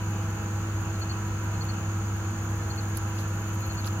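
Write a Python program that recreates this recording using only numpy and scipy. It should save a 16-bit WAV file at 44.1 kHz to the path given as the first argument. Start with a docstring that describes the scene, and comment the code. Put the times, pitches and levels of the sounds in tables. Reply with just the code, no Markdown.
"""A muddy pond at night. A distant machine, perhaps a pump or fan, hums under the hiss of the air.
Crickets sing by rubbing their wings: a far chorus trills near 7 kHz, and one close by chirps near
4.4 kHz in double pulses, each pair led in by a faint stroke. Katydids rasp their wings high on the right.
Late on come one sharp tick and a few faint crackles of stems in the dry grass."""
import sys
import numpy as np
from scipy import signal
from scipy.fft import rfft, irfft
from scipy.io import wavfile

SR = 44100
rng = np.random.default_rng(int(sys.argv[2]) if len(sys.argv) > 2 else 0)


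def master(y):
    """Save y as 16-bit WAV."""
    cut = np.clip(np.atleast_2d(y).T, -1, 1)
    pcm = np.round(cut * 32767)  # scale
    wavfile.write(sys.argv[1], SR, pcm.astype(np.int16))


N = 176400
TIME, FREQS = np.arange(N) / SR, np.arange(N // 2 + 1) * SR / N

# where each band of the far hiss sits, positive to the left: freq_hz, pan_db
HISS_PAN = [(300, -12), (600, -2), (1350, -7), (1750, -3), (2000, 0.5), (2800, 2), (3900, 2.5),
            (4900, -7.5), (5800, 6), (8500, 5.5), (10000, 5), (11500, -11), (15500, 3)]


def from_db(db):
    """Decibels to gain."""
    return 10 ** (np.asarray(db) / 20)


def rms_one(x):
    """Scale to unit rms."""
    return x / np.sqrt(np.mean(x ** 2) + 1e-20)


def spectrum(points):
    """Draw a curve through breakpoints along log frequency."""
    hz, value = np.transpose(points)
    return np.interp(np.log(FREQS + 1e-9), np.log(hz), value)


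def pan(db):
    """Constant-power left and right gains; positive dB leans left."""
    ratio = from_db(np.atleast_1d(db))
    return np.array([ratio, np.ones_like(ratio)]) * np.sqrt(2 / (1 + ratio ** 2))


def drift(hz):
    """A random modulator of unit rms that rolls off above hz."""
    return rms_one(irfft(rfft(rng.standard_normal(N)) / (1 + (FREQS / hz) ** 2), N))


def noise(colour, pan_db=0, ripple_db=0):
    """Coloured stereo noise, nearly mono in the bass and wide in the treble."""
    # how alike the two ears are: freq_hz, correlation
    ear_likeness = [(300, 0.94), (550, 0.91), (800, 0.68), (1300, 0.59), (1750, 0.37), (2000, -0.22),
                    (3600, -0.21), (4800, -0.62), (6000, 0.028), (8600, -0.076), (10200, -0.18),
                    (14000, 0.25)]
    mid, side = rfft(rng.standard_normal((2, N)))
    alike = spectrum(ear_likeness)
    ears = np.sqrt(1 + alike) * mid + np.sqrt(1 - alike) * side * [[1], [-1]]
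    return irfft(ears * from_db(spectrum(colour) + ripple_db) * pan(pan_db), N) * np.sqrt(SR) / 2


def scatter(x, t60_s):
    """Dense echoes from grass and trees, different in each ear, as strong as the source."""
    tail = rng.standard_normal((2, SR // 2)) * from_db(-60 * TIME[:SR // 2] / t60_s)
    return rms_one(signal.fftconvolve(x[None], tail, axes=1)[:, :N]) * np.std(x)


def night_air():
    """A bed of far hiss, with narrow peaks and dips across its spectrum."""
    # colour of the hiss: freq_hz, density_db
    hiss_colour = [(500, -100), (800, -77), (1000, -73.5), (1350, -71.5), (1750, -77), (1950, -81.5),
                   (2300, -82), (2650, -85.5), (3200, -87), (3850, -91.5), (4350, -87.5), (5000, -92.5),
                   (5800, -91.5), (7800, -96), (8600, -93), (9300, -105.5), (10000, -99.5), (10800, -106.5),
                   (13500, -94.5), (15800, -104)]
    ripple_db, ripple_step_hz = 1.72, 9
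    ripple = np.interp(FREQS / ripple_step_hz, np.arange(len(FREQS)), rng.standard_normal(len(FREQS)))
    return noise(hiss_colour, spectrum(HISS_PAN), ripple_db * ripple)


def hiss_peaks():
    """Brief faint pitched swells in the hiss, panned like the hiss at their pitch."""
    # swells in the hiss: centre_s, level_db, pitch_hz
    swells = [(2.605, -48, 1774), (3.02, -44, 1355), (3.255, -51, 1745)]
    out, width_s = 0, 0.011
    for centre_s, db, hz in swells:
        swell = np.exp(-.5 * ((TIME - centre_s) / width_s) ** 2)
        pan_db = np.interp(hz, *np.transpose(HISS_PAN))
        out += np.sqrt(2) * from_db(db) * pan(pan_db) * swell * np.sin(2 * np.pi * hz * TIME)
    return out


def machine():
    """A distant hum whose tones waver on their way through the air, over a low rush."""
    # low rush of the machine and the air: freq_hz, density_db
    rush_colour = [(15, -80), (30, -75), (50, -63), (80, -55), (105, -60.5), (130, -63.5), (175, -61.5),
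                   (245, -71), (320, -70), (420, -74.5), (530, -73.5), (590, -79.5), (800, -75),
                   (1000, -103.5)]
    # tones of the hum: pitch_hz, level_db, unsteadiness (0-1), pan_db
    hum_tones = [(101.1, -31, 0.12, -0.1), (165.4, -49, 0.85, 0), (201.7, -46.5, 0.46, 2),
                 (224.5, -49.5, 0.24, -1), (328.1, -44, 0.1, 0), (453.2, -61.5, 0.4, 0),
                 (495.7, -59, 0.7, -10), (653, -58, 0.58, -12), (818.4, -53.5, 0.76, -10),
                 (978, -53, 0.76, -1), (1322, -58, 0.9, -4)]
    out, waver_hz = noise(rush_colour), 5.4
    for hz, db, unsteady, pan_db in hum_tones:
        waver = (drift(waver_hz) + 1j * drift(waver_hz)) / np.sqrt(2)  # moves both level and phase
        carrier = np.exp(2j * np.pi * (hz * TIME + rng.random()))
        tone = np.real((np.sqrt(1 - unsteady ** 2) + unsteady * waver) * carrier)
        out += from_db(db) * rms_one(tone) * pan(pan_db)
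    return out


def far_insects():
    """Countless far crickets merge into a high sheen, above a lower band that throbs unevenly."""
    # colour of the sheen: freq_hz, density_db
    sheen_colour = [(5600, -104), (6050, -87), (6400, -80.5), (6850, -79.5), (7050, -82.5), (7250, -90),
                    (7400, -91), (7650, -103)]
    # level ride of the lower band: time_s, level_db
    low_ride = [(0, -51), (.6, -56), (.85, -53.5), (1.12, -52), (1.25, -54.5), (1.6, -54), (1.8, -53),
                (2.0, -59), (2.7, -55.5), (3.2, -55), (4, -52.5)]
    # colour of the lower band: freq_hz, gain_db
    low_colour = [(2300, -16), (2520, -4), (2590, 4), (2680, -4.5), (2850, -2), (3200, -11), (3500, -52)]
    throb_db = 1.5 * drift(hz=8.1)
    low_gain = from_db(np.interp(TIME, *np.transpose(low_ride)) + throb_db)
    return noise(sheen_colour, pan_db=5) + low_gain * rms_one(noise(low_colour, pan_db=3))


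def cricket_chorus():
    """Far crickets trill in fast pulses that fall in pitch, blurred by echoes and slowly swelling."""
    # one row a cricket: pitch_hz, pulse_rate_hz, level_db (at mid-scene), pan_db
    trillers = [(6890, 43, -53.5, 5.5), (6745, 45, -53, 10), (6390, 40.6, -59, -1), (6660, 55, -62, 18)]
    fall_hz, jitter_hz, rate_wander, duty = 327.8, 44.87, 0.01196, .65
    out, wet, swell_db_per_s = 0, 0.64, 0.66
    for hz, rate_hz, db, pan_db in trillers:
        pulse_hz = rate_hz * (1 + rate_wander * drift(hz=2.02))
        cycle = (np.cumsum(pulse_hz) / SR + rng.random()) % 1
        stroke = np.minimum(cycle / duty, 1)  # 0 to 1, then a rest
        pitch = hz + fall_hz * (.5 - stroke) + jitter_hz * drift(hz=88.9)
        song = rms_one(np.sin(np.pi * stroke) * np.sin(2 * np.pi * np.cumsum(pitch) / SR))
        direct = np.array([song, np.roll(song, 2)])  # right ear two samples late
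        echoes = scatter(song, t60_s=0.087)
        out += from_db(db) * pan(pan_db) * (np.sqrt(1 - wet) * direct + np.sqrt(wet) * echoes)
    return out * from_db(swell_db_per_s * (TIME - TIME.mean()))


def dry_grass():
    """Dry stems rub softly and snap; each snap is a broad crack with a short resonance."""
    # colour of rubbing stems: freq_hz, gain_db
    rub_colour = [(2000, -11), (3400, -2), (4600, 5), (6500, -2), (8000, -8), (9500, -8), (10800, 1),
                  (13500, -2), (16000, -16)]
    # soft rustles: centre_s, level_db, width_s
    rustles = [(2.972, -45, 0.018), (3.200, -47, 0.029), (3.872, -44, 0.017)]
    # snapping stems: start_s, level_db, ring_hz, decay_s
    snaps = [(2.9715, -43, 4570, .004), (3.187, -40, 4600, .003), (3.8445, -33.5, 3600, .0022),
             (3.856, -34.5, 3900, .0022), (3.8645, -32.5, 11000, 0.0013), (3.87, -38, 11600, 0.0014),
             (3.8750, -30, 4540, 0.0017)]
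    ring_sharpness, attack_s, crack_db = 4.7, .0004, -14
    rub = rms_one(noise(rub_colour))
    white = rfft(rng.standard_normal((2, N)))
    out = rub * sum(from_db(db) * np.exp(-np.abs(TIME - s) / width_s) for s, db, width_s in rustles)
    for start_s, db, hz, decay_s in snaps:
        age = np.maximum(TIME - start_s, 0)
        envelope = (1 - np.exp(-age / attack_s)) * np.exp(-age / decay_s)
        ring = rms_one(irfft(white / (1 + (ring_sharpness * (FREQS / hz - 1)) ** 2), N))
        out += from_db(db) * envelope * (ring + from_db(crack_db) * rub)
    return out


def tick():
    """One bright snap on the right that rings for a moment, with a short echo from the ground."""
    # resonant colour of the snap: freq_hz, gain_db
    snap_colour = [(7000, -20), (9900, -18), (10600, -3), (11200, 0), (11800, -8), (13200, -6), (13900, 0),
                   (14600, -5), (16000, -7)]
    start_s, attack_s, snap_db, snap_decay_s = 2.9712, 0.00057, -28.5, .0034
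    ring_hz, ring_db, ring_decay_s, echo_db = 11100, -21, 0.0016, -9
    age = np.maximum(TIME - start_s, 0)
    snap = from_db(snap_db) * np.exp(-age / snap_decay_s) * rms_one(noise(snap_colour)[0])
    ring = from_db(ring_db) * np.exp(-age / ring_decay_s) * np.sin(2 * np.pi * ring_hz * age)
    direct = (snap + ring) * (1 - np.exp(-age / attack_s))
    return pan(db=-13) * (direct + from_db(echo_db) * scatter(direct, t60_s=.035))


def katydids():
    """High rasping wing strokes on the right: single lisps from one insect, a shuffle from another."""
    # single lisps: centre_s, level_db
    lisps = [(.811, -57), (.999, -53), (1.269, -56), (1.442, -54), (1.647, -52), (2.167, -55)]
    # colour of a lisp: freq_hz, gain_db
    lisp_colour = [(9500, -28), (10600, -2), (11700, 2), (12800, -4), (14000, -11), (16000, -16)]
    # level ride of the shuffle: time_s, level_db
    shuffle_ride = [(0, -59), (.6, -65), (2.05, -78), (2.3, -60), (2.8, -57), (3.3, -56), (3.52, -53),
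                    (4, -56)]
    # colour of the shuffle: freq_hz, gain_db
    shuffle_colour = [(9500, -23), (10600, -1.5), (12300, 3), (13500, -7), (16000, -11.5)]
    lisp_width_s, flutter_db = 0.0076, 1.3
    period_s, on_beat_s, beat_sharpness = .0648, 3.480, 1.4
    lisp_gain = sum(from_db(db) * np.exp(-.5 * ((TIME - s) / lisp_width_s) ** 2) for s, db in lisps)
    beats = np.abs(np.cos(np.pi * (TIME - on_beat_s) / period_s)) ** beat_sharpness
    shuffle_db = np.interp(TIME, *np.transpose(shuffle_ride)) + flutter_db * drift(hz=40)
    lisping = lisp_gain * rms_one(noise(lisp_colour))
    shuffling = beats * from_db(shuffle_db) * rms_one(noise(shuffle_colour))
    return pan(db=-6) * (lisping + shuffling)


def near_cricket():
    """Each wing stroke is a short, rough tone that swells, arches in pitch and sags as the wings slow."""
    # wing strokes: centre_s, level_db, centre_pitch_hz, pan_db, length_s
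    strokes = [(0.953, -53.5, 4260, 5, 0.03), (1.025, -41.5, 4420, 4, 0.027),
               (1.108, -39.5, 4440, 3, 0.032), (1.548, -54, 4230, 4, .03), (1.619, -40.5, 4430, 6, 0.025),
               (1.700, -42, 4430, 8, 0.031), (2.635, -55, 4250, 8, .03), (2.709, -43, 4400, 5, .028),
               (2.789, -41.5, 4430, 3, 0.03), (3.642, -51, 4290, 2, .055), (3.708, -46, 4370, 5, 0.036),
               (3.790, -43.5, 4440, 2, 0.042)]
    arch_hz, sag_hz, jitter_hz = 250, 90, 22
    roundness, crescendo, rasp = .6, .15, .13
    right_lag_s, echo_db = .00009, -18.5
    out, jitter = np.zeros((2, N)), jitter_hz * drift(hz=360)
    for centre_s, db, hz, pan_db, length_s in strokes:
        along = np.clip(2 * (TIME - centre_s) / length_s, -1, 1)  # -1 to 1 through the stroke
        pitch = hz - arch_hz * along ** 2 - sag_hz * along ** 3 + jitter
        phase = 2 * np.pi * np.cumsum(pitch) / SR
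        tone = np.sin([phase, phase - 2 * np.pi * hz * right_lag_s])
        swell = (1 - along ** 2) ** roundness * (1 + crescendo * along)
        out += np.sqrt(2) * from_db(db) * pan(pan_db) * swell * tone
    out *= 1 + rasp * drift(hz=200)
    return out + from_db(echo_db) * scatter(out[0], t60_s=.25)


def scene():
    """Insects and small noises over a bed of hum and night air."""
    bed = machine() + night_air() + hiss_peaks() + far_insects()
    return bed + cricket_chorus() + near_cricket() + katydids() + tick() + dry_grass()


def record(dry):
    """A steep low-pass takes off the very top."""
    cutoff_hz = 15800
    return signal.sosfilt(signal.ellip(12, .1, 80, cutoff_hz, fs=SR, output="sos"), dry)


dry = scene()
out = record(dry)
master(out)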